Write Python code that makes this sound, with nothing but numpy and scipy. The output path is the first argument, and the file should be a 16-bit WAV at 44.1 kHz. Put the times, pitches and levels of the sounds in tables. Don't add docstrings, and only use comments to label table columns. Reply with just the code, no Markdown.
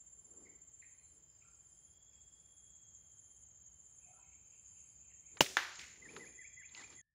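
import sys
import numpy as np
from scipy import signal
from scipy.fft import rfft, irfft, next_fast_len
from scipy.io import wavfile
from scipy.ndimage import map_coordinates

SR = 44100
rng = np.random.default_rng(int(sys.argv[2]) if len(sys.argv) > 2 else 0)


def persist_wave(psi):
    counts = np.round(np.clip(psi, -1, 1) * 32767).astype(np.int16)
    wavfile.write(sys.argv[1], SR, np.atleast_2d(counts).T)


N = 314891
T = np.arange(N) / SR


def amp(db):
    return 10 ** (np.asarray(db) / 20)


def unit(x):
    return x / np.sqrt(np.mean(x ** 2) + 1e-20)


def along(points, hz):
    point_hz, values = np.transpose(points)
    return np.interp(np.log(hz + 1), np.log(point_hz + 1), values)


def during(start, end, edge=0.002):
    return np.clip((T - start) / edge, 0, 1) * np.clip((end - T) / edge, 0, 1)


def swell(start, end, attack, release):
    return np.clip(np.minimum(1 + (T - start) / attack, 1 - (T - end) / release), 0, 1)


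def wobble(rate):
    knots = rng.standard_normal(int(N * rate / SR) + 4)
    steps = np.arange(10 * len(knots)) / 10
    return unit(np.interp(T * rate, steps, map_coordinates(knots, [steps])))


def filtered(x, response):
    size = next_fast_len(len(x) + 8192)
    return irfft(rfft(x, size) * response(np.fft.rfftfreq(size, 1 / SR)), size)[:len(x)]


def noise(spectrum):
    return unit(filtered(rng.standard_normal(N), lambda hz: amp(along(spectrum, hz))))


def band(centre_hz, octaves):
    steps = np.linspace(-5, 5, 21)
    return np.column_stack([centre_hz * 2 ** (steps * octaves), -3 * steps ** 2])


def tone(hz):
    return np.sqrt(2) * np.sin(2 * np.pi * np.cumsum(hz) / SR)


def whistle(length, start_hz, end_hz, arch_hz):
    u = np.linspace(0, 1, int(length * SR))
    arch = 1 - (2 * u - 1) ** 2
    return arch ** 0.59 * tone(start_hz + (end_hz - start_hz) * u + arch_hz * arch)


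def add(out, s, x):
    start = int(s * SR)
    out[start:start + len(x)] += x[:max(N - start, 0)]


def coloured(x, spectrum):
    size = 4096
    gain = unit(amp(along(spectrum, np.fft.rfftfreq(size, 1 / SR))))
    cepstrum = irfft(np.log(gain + 1e-6))
    fold = np.r_[1, np.full(size // 2 - 1, 2), np.zeros(size // 2)]
    ringing = irfft(np.exp(rfft(cepstrum * fold)))
    return signal.fftconvolve(x, ringing)[:len(x)]


def burst(t60, rise=.0004):
    t = np.arange(SR // 2) / SR
    shape = amp(-60 * t / t60) * (1 - np.exp(-t / rise))
    x = shape * rng.standard_normal(len(t))
    for _ in range(2):
        flat = irfft(np.exp(1j * np.angle(rfft(x))), len(t))
        x = flat * np.minimum(1, 10 * shape)
    return x * np.linalg.norm(shape) / np.linalg.norm(x)


def forest(rise, lumpy_db):
    # (frequency [Hz], fade time [s])
    fade_times = [(100, 0.35), (500, 0.69), (2000, 0.53), (6000, 0.78), (9000, 0.59), (14000, 0.36)]
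    hz, t, spectra = signal.stft(rng.standard_normal(SR), SR, nperseg=256)
    lumps = amp(lumpy_db * rng.standard_normal(len(t)))
    onset = 1 - np.exp(-t / rise)
    fade = amp(-60 * t / along(fade_times, hz)[:, None])
    tail = signal.istft(spectra * lumps * onset * fade, SR, nperseg=256)[1]
    return tail / np.linalg.norm(tail)


def distant(x, echo_db):
    echo = signal.fftconvolve(x, forest(rise=0.0099, lumpy_db=0.5))[:N]
    return (x + amp(echo_db) * echo) / np.sqrt(1 + amp(2 * echo_db))


def air():
    # (frequency [Hz], level [dB])
    air_colour = [(20, -34.5), (40, -6), (65, 6), (100, -3), (170, -6), (230, -13), (570, -17), (1860, -23),
                  (2860, -26), (3600, -30), (5800, -30.5), (8000, -63.5)]
    hiss_colour = [(3000, -11), (5000, -21), (10500, 6), (12000, -2.5), (14000, 0), (14700, 5),
                   (15500, 11.5)]
    rumble_colour = [(15, -34), (35, -12.5), (62, 6), (120, -2.5), (200, -14.5), (500, -34.5), (1500, -95)]
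    rumble = amp(-78 + 0.64 * T + 0.1 * wobble(4.6)) * noise(rumble_colour)
    return rumble + amp(-75) * noise(air_colour) + amp(-85) * noise(hiss_colour)


def far_birds():
    # (time [s], pitch [Hz], level [dB], length [s], warble [share of pitch])
    single_notes = [(0.447, 2140, -67, 0.051, .035), (0.799, 4040, -84, .063, 0.061),
                    (.815, 2244, -60, 0.043, 0.08), (0.942, 4140, -86, 0.19, 0.027),
                    (0.973, 2250, -78, 0.069, 0.069), (1.406, 2350, -73, 0.043, .1),
                    (1.414, 1352, -76, 0.099, 0.047), (2.098, 2115, -84, .08, .15),
                    (4.048, 734, -70.5, 0.12, 0.033), (4.12, 1325, -75.5, 0.091, 0.037),
                    (4.163, 790, -77.5, 0.056, 0.016), (4.171, 981, -74.5, .058, .054),
                    (4.302, 2310, -74, 0.065, 0.073), (4.506, 2480, -74, 0.069, 0.11),
                    (4.738, 2530, -76.5, 0.07, 0.089), (5.086, 2400, -72, .061, 0.09),
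                    (5.267, 2260, -71, 0.053, 0.083)]
    # (start [s], end [s], pitch [Hz], level [dB])
    twitters = [(0.227, .46, 5000, -92), (1.112, 2.383, 5020, -92), (4.031, 5.303, 2462, -83.5),
                (4.49, 4.94, 4880, -93.5), (6.054, 6.552, 5050, -86.5), (6, 6.7, 2402, -80)]
    notes_per_s, warble_hz = 4.9, 187
    chips, phrases = np.zeros(N), np.zeros(N)
    for s, pitch_hz, db, length, warble in single_notes:
        u = np.linspace(0, 1, int(length * SR))
        bend = map_coordinates(rng.standard_normal(16), [15 * u])
        add(chips, s, amp(db) * np.sin(np.pi * u) * tone(pitch_hz * (1 + warble * bend)))
    hoarse = unit(amp(4 * wobble(400)))
    for start, end, pitch_hz, db in twitters:
        notes = unit(amp(7 * np.cos(2 * np.pi * notes_per_s * (T - start)) + 2 * wobble(14)))
        voice = tone(pitch_hz + warble_hz * wobble(110))
        phrases += amp(db) * swell(start, end, attack=.08, release=.08) * notes * voice
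    return distant(chips * hoarse, echo_db=-3) + distant(phrases, echo_db=1)


def far_crickets():
    # (frequency [Hz], level [dB])
    crowd_colour = [(5600, -57.5), (6150, -20.5), (6400, -13), (6580, 0.5), (6750, -7), (6950, -9),
                    (7150, 1.5), (7400, -21), (7900, -41.5), (8200, -70.5)]
    # (time [s], extra level [dB])
    joins = [(2.45, 6), (4.2, 2.5), (6.35, 0.5)]
    count, join_s = 210, 0.34
    chirps, u = np.zeros(N), np.linspace(0, 1, int(.022 * SR))
    for slot, (place, pitch, size) in enumerate(rng.standard_normal((count, 3))):
        s = abs(slot + 0.31 * place) / count * T[-1]
        rising = tone(6580 + 65 * pitch + 330 * (u - .5))
        add(chirps, s, amp(4 * size) * np.sin(np.pi * u) ** 2 * rising)
    crowd = amp(-4 + 2.7 * wobble(27)) * noise(crowd_colour)
    level_db = -69 + sum(gain_db * np.clip((T - s) / join_s, 0, 1) for s, gain_db in joins)
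    return amp(level_db) * (amp(-8) * unit(distant(chirps, echo_db=-3)) + crowd)


def trill():
    # (start [s], end [s], extra level [dB])
    spells = [(2, 2.6, 8.5), (6.35, 7, 3.5)]
    hz, push_hz, grows_db_per_s = 3120, 195, 1
    db = -91 + grows_db_per_s * T
    for start, end, gain_db in spells:
        effort = swell(start, end, attack=.42, release=.85)
        hz, db = hz + push_hz * effort, db + gain_db * effort
    pulses = 1.3 + np.sin(2 * np.pi * 15.5 * T)
    return distant(amp(db) * unit(pulses * tone(hz + 48 * wobble(250))), echo_db=3)


def bush_cricket():
    first_end_s, period_s, buzz_s = .452, .751, .5
    swell_s, start_effort = 0.3, 0.36
    effort = np.zeros(N)
    for end in np.arange(first_end_s, T[-1] + buzz_s, period_s):
        start = end - buzz_s
        grown = np.clip((T - start) / swell_s, 0, 1)
        effort += during(start, end, edge=0.016) * (start_effort + (1 - start_effort) * grown)
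    strike_cycle = np.cumsum(138 + 2 * wobble(29)) / SR % 1
    ring = np.sin(np.pi * strike_cycle ** .5) ** 2 * tone(9350 + 300 * effort + 75 * wobble(430))
    rasp = effort * noise(band(9650, 0.033))
    return amp(-81) * effort * (unit(ring) + rasp)


def wing_strokes(per_s, first_s, stroke_share, pitch_hz, sag_hz):
    flick_hz, attack_s, decay_s = 7180, .0013, .0055
    cycle = (T - first_s) * per_s % 1
    u = np.minimum(cycle / stroke_share, 1)
    stroke = np.sin(np.pi * u ** 1.1) ** 2 * tone(pitch_hz - sag_hz * u ** 5 + 12 * wobble(200))
    age = np.maximum(cycle - .415, 0) / per_s
    flick_shape = (1 - np.exp(-age / attack_s)) ** 2 * np.exp(-age / decay_s)
    flick = flick_shape * tone(flick_hz + 50 * wobble(150))
    strength = amp(wobble(14))
    return unit(strength * stroke), unit(strength * flick)


def near_crickets():
    # (start [s], end [s])
    fuller_spells = [(0, 0.78), (6.45, 7.1)]
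    bouts = [(0, 0.45), (.655, .94), (1.03, 1.19), (1.37, 1.83), (2.15, 2.46), (2.575, 2.95), (3.08, 3.2),
             (3.31, 3.52), (3.8, 4.4), (4.5, 4.9), (4.85, 4.96), (5.03, 5.4), (6.051, 6)]
    stroke, flick = wing_strokes(per_s=16.39, first_s=-.0075, stroke_share=.58, pitch_hz=7275, sag_hz=330)
    fullness = sum(swell(start, end, attack=0.39, release=0.39) for start, end in fuller_spells)
    near = amp(-71 + 8.5 * fullness) * stroke + amp(-68.5 - 3.5 * fullness) * flick
    high, _ = wing_strokes(per_s=16.7, first_s=-.005, stroke_share=.68, pitch_hz=7620, sag_hz=40)
    singing = sum(during(start, end) for start, end in bouts)
    return amp(-75.5) * distant(high * singing, echo_db=-11.5) + distant(near, echo_db=-8)


def squeak():
    low_hz, top_hz = 8250, 10720
    effort = swell(start=6.15, end=6.27, attack=.11, release=0.063)
    voice = effort ** 0.33 * tone(low_hz + (top_hz - low_hz) * effort + 60 * wobble(35))
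    flutter = amp(1.7 * wobble(120)) * (1 + 0.24 * tone(600 + 20 * wobble(40)))
    return distant(amp(-74) * voice * flutter, echo_db=-21.5)


def near_bird():
    # (time [s], level [dB])
    call_times = [(6.015, -56.5), (6.193, -57), (6.377, -56.5), (6.565, -57.5), (6.76, -57), (6.961, -64.5)]
    # (delay [s], length [s], start pitch [Hz], end pitch [Hz], arch height [Hz])
    notes = [(0, .06, 1939, 1578, 238.2), (.062, 0.0301, 2007, 2546, 39.5)]
    calls = np.zeros(N)
    for s, db in call_times:
        tuning = 1 + 0.0092 * rng.standard_normal()
        for delay, length, start_hz, end_hz, arch_hz in notes:
            add(calls, s + delay, amp(db) * whistle(length, tuning * start_hz, tuning * end_hz, arch_hz))
    hoarse = amp(3.17 * wobble(220))
    return distant(calls * hoarse, echo_db=-6.5)


def leaves():
    # (frequency [Hz], level [dB])
    leaf_colour = [(200, 2), (900, -12.5), (2100, 11), (3500, -1), (5500, 0.5), (8000, -7), (12000, -25),
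                   (15200, -22)]
    out = np.zeros(N)
    add(out, 5.785, coloured(amp(-50) * burst(t60=0.55, rise=0.0089), leaf_colour))
    return out * amp(1.2 * wobble(150))


def handling():
    # (time [s], level [dB], pitch [Hz], half-width [octaves], fade time [s])
    clicks = [(5.37, -49.5, 1480, 0.81, 0.052), (5.37, -62.5, 4700, 0.16, 0.024),
              (5.4147, -24.5, 4500, 1, 0.013), (5.426, -38, 3800, .4, 0.012),
              (5.4436, -36.5, 3590, 0.35, .016), (5.461, -37, 2400, 0.52, .025),
              (5.756, -47.5, 4970, 0.34, 0.019), (5.792, -43, 2775, 0.61, 0.034),
              (6.163, -43, 1570, 0.69, 0.035), (6.165, -51.5, 1150, 0.16, 0.087),
              (6.166, -53, 437, 0.18, 0.12), (6.165, -52, 4100, 0.17, 0.02), (6.69, -65, 3680, 0.17, 0.055),
              (6.748, -45, 4400, 0.17, 0.015), (6.7479, -49, 2580, 0.19, 0.036),
              (6.802, -59, 1000, 0.89, 0.013), (6.9254, -57.5, 2180, 0.74, 0.048)]
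    # (loudest moment [s], length [s], rub level [dB], rustle level [dB])
    moves = [(0.416, 0.58, -67.5, -88), (1.17, 0.29, -80, -100), (5.36, .16, -69.5, -77),
             (6.17, 0.48, -57.5, -65.5), (6.803, 0.2, -65, -57.5), (6.93, 0.14, -68, -65)]
    # (frequency [Hz], level [dB])
    rub_colour = [(60, -22), (150, -3), (250, 0), (370, 2), (470, -0.5), (620, -12), (1400, -19),
                  (3000, -42.5)]
    rustle_colour = [(300, -34), (800, 2), (1300, -1), (2200, -1), (5000, -3), (8000, -13), (11000, -29),
                     (15000, -44.5)]
    out = np.zeros(N)
    for s, db, centre_hz, octaves, t60 in clicks:
        add(out, s, coloured(amp(db) * burst(t60), band(centre_hz, octaves)))
    rub = noise(rub_colour)
    rustle = unit(amp(2.9 * wobble(250)) * noise(rustle_colour))
    for s, length, rub_db, rustle_db in moves:
        move = amp(-22.5 * np.abs(2 * (T - s) / length) ** 1.3)
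        out += move * (amp(rub_db) * rub + amp(rustle_db) * rustle)
    return out


def pellet():
    # (frequency [Hz], level [dB])
    smack_colour = [(88, -54), (150, -42), (346, -7.5), (631, -9.5), (844, -5.5), (1800, 6.5), (2980, -13),
                    (3350, -4.5), (4650, -17), (6600, -11), (7710, -31.5), (8330, -35.5), (15500, -50)]
    echo_colour = [(88, -81.5), (150, -37.5), (314, -19.5), (352, -5.5), (428, -19.5), (540, -12),
                   (656, -16), (751, -6.5), (1760, 2), (2920, -6), (6600, -14), (8010, -27), (15500, -28)]
    out = np.zeros(N)
    hit = amp(-11.5) * burst(t60=0.0097, rise=0.00046)
    tail = amp(-25.5) * burst(t60=0.058, rise=0.0022)
    smack = coloured(hit + tail, smack_colour)
    add(out, 5.569, smack)
    add(out, 5.5873, amp(-14) * smack)
    add(out, 5.5693, coloured(amp(-35) * burst(t60=0.012), band(5700, 0.67)))
    add(out, 5.571, coloured(amp(-6.5) * forest(rise=0.0013, lumpy_db=-0.5), echo_colour))
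    add(out, 5.575, coloured(amp(-39) * burst(t60=0.15, rise=0.011), echo_colour))
    return out


def shot():
    # (frequency [Hz], level [dB])
    blast_colour = [(30, -44), (80, -20), (150, -7.5), (260, 2), (430, -4), (900, 2), (1250, -14),
                    (1600, -6), (2390, -11.5), (2860, 2.5), (3650, -15), (6480, -9.5), (8000, -25),
                    (12000, -33), (15300, -21)]
    echo_colour = [(50, -27.5), (100, -11.5), (200, -8), (350, -11.5), (450, -8), (1020, -16), (2130, -7),
                   (4200, -11), (6390, -8), (8500, -14), (13400, -21), (15200, -13)]
    # (pitch [Hz], level [dB], fade time [s])
    part_rings = [(148.3, -29, 0.06), (259, -31, .07), (570, -35, 0.095), (753, -31, 0.035),
                  (878, -28.5, .04), (2930, -29, .025), (4494, -27, 0.046), (5170, -38, .07),
                  (5800, -50.5, .12), (7000, -42, .15), (14254, -51.5, .13)]
    long_low_rings = [(371, -53.5, 0.49), (382, -59, 0.74)]
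    out, t = np.zeros(N), np.arange(SR // 2) / SR
    crack = amp(-4.5) * burst(t60=.014, rise=.0012)
    last_air = amp(-26) * burst(t60=0.052, rise=0.009)
    add(out, 5.4066, coloured(crack + last_air, blast_colour))
    for hz, db, t60 in [*part_rings, *long_low_rings]:
        add(out, 5.4075, amp(db - 60 * t / t60) * np.sin(2 * np.pi * hz * t))
    add(out, 5.409, coloured(amp(-23.5) * burst(t60=0.07, rise=.005), echo_colour))
    add(out, 5.41, coloured(amp(-9) * forest(rise=0.0023, lumpy_db=-1.0), echo_colour))
    return out


def scene():
    forest_life = near_crickets() + trill() + far_crickets() + bush_cricket()
    forest_life += near_bird() + squeak() + far_birds()
    return (forest_life + shot() + pellet() + leaves() + handling() + air())[None]


def record(dry):
    cut_s, bass_hz, top_hz = 7.015, 45, 15650
    whine = amp(-92) * noise(band(1760, 0.036)) + amp(-90) * noise(band(40, 0.95))
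    live = np.clip((cut_s - T) * 500, 0, 1)
    treble_cut = lambda hz: np.sin(np.pi / 2 * np.clip((top_hz - hz) / 400 + .5, 0, 1)) ** 2
    microphone = lambda hz: treble_cut(hz) * (1j * hz / (bass_hz + 1j * hz)) ** 2
    return filtered(dry[0] * live + whine * (1 - live), microphone)[None]


dry = scene()
out = record(dry)
persist_wave(out)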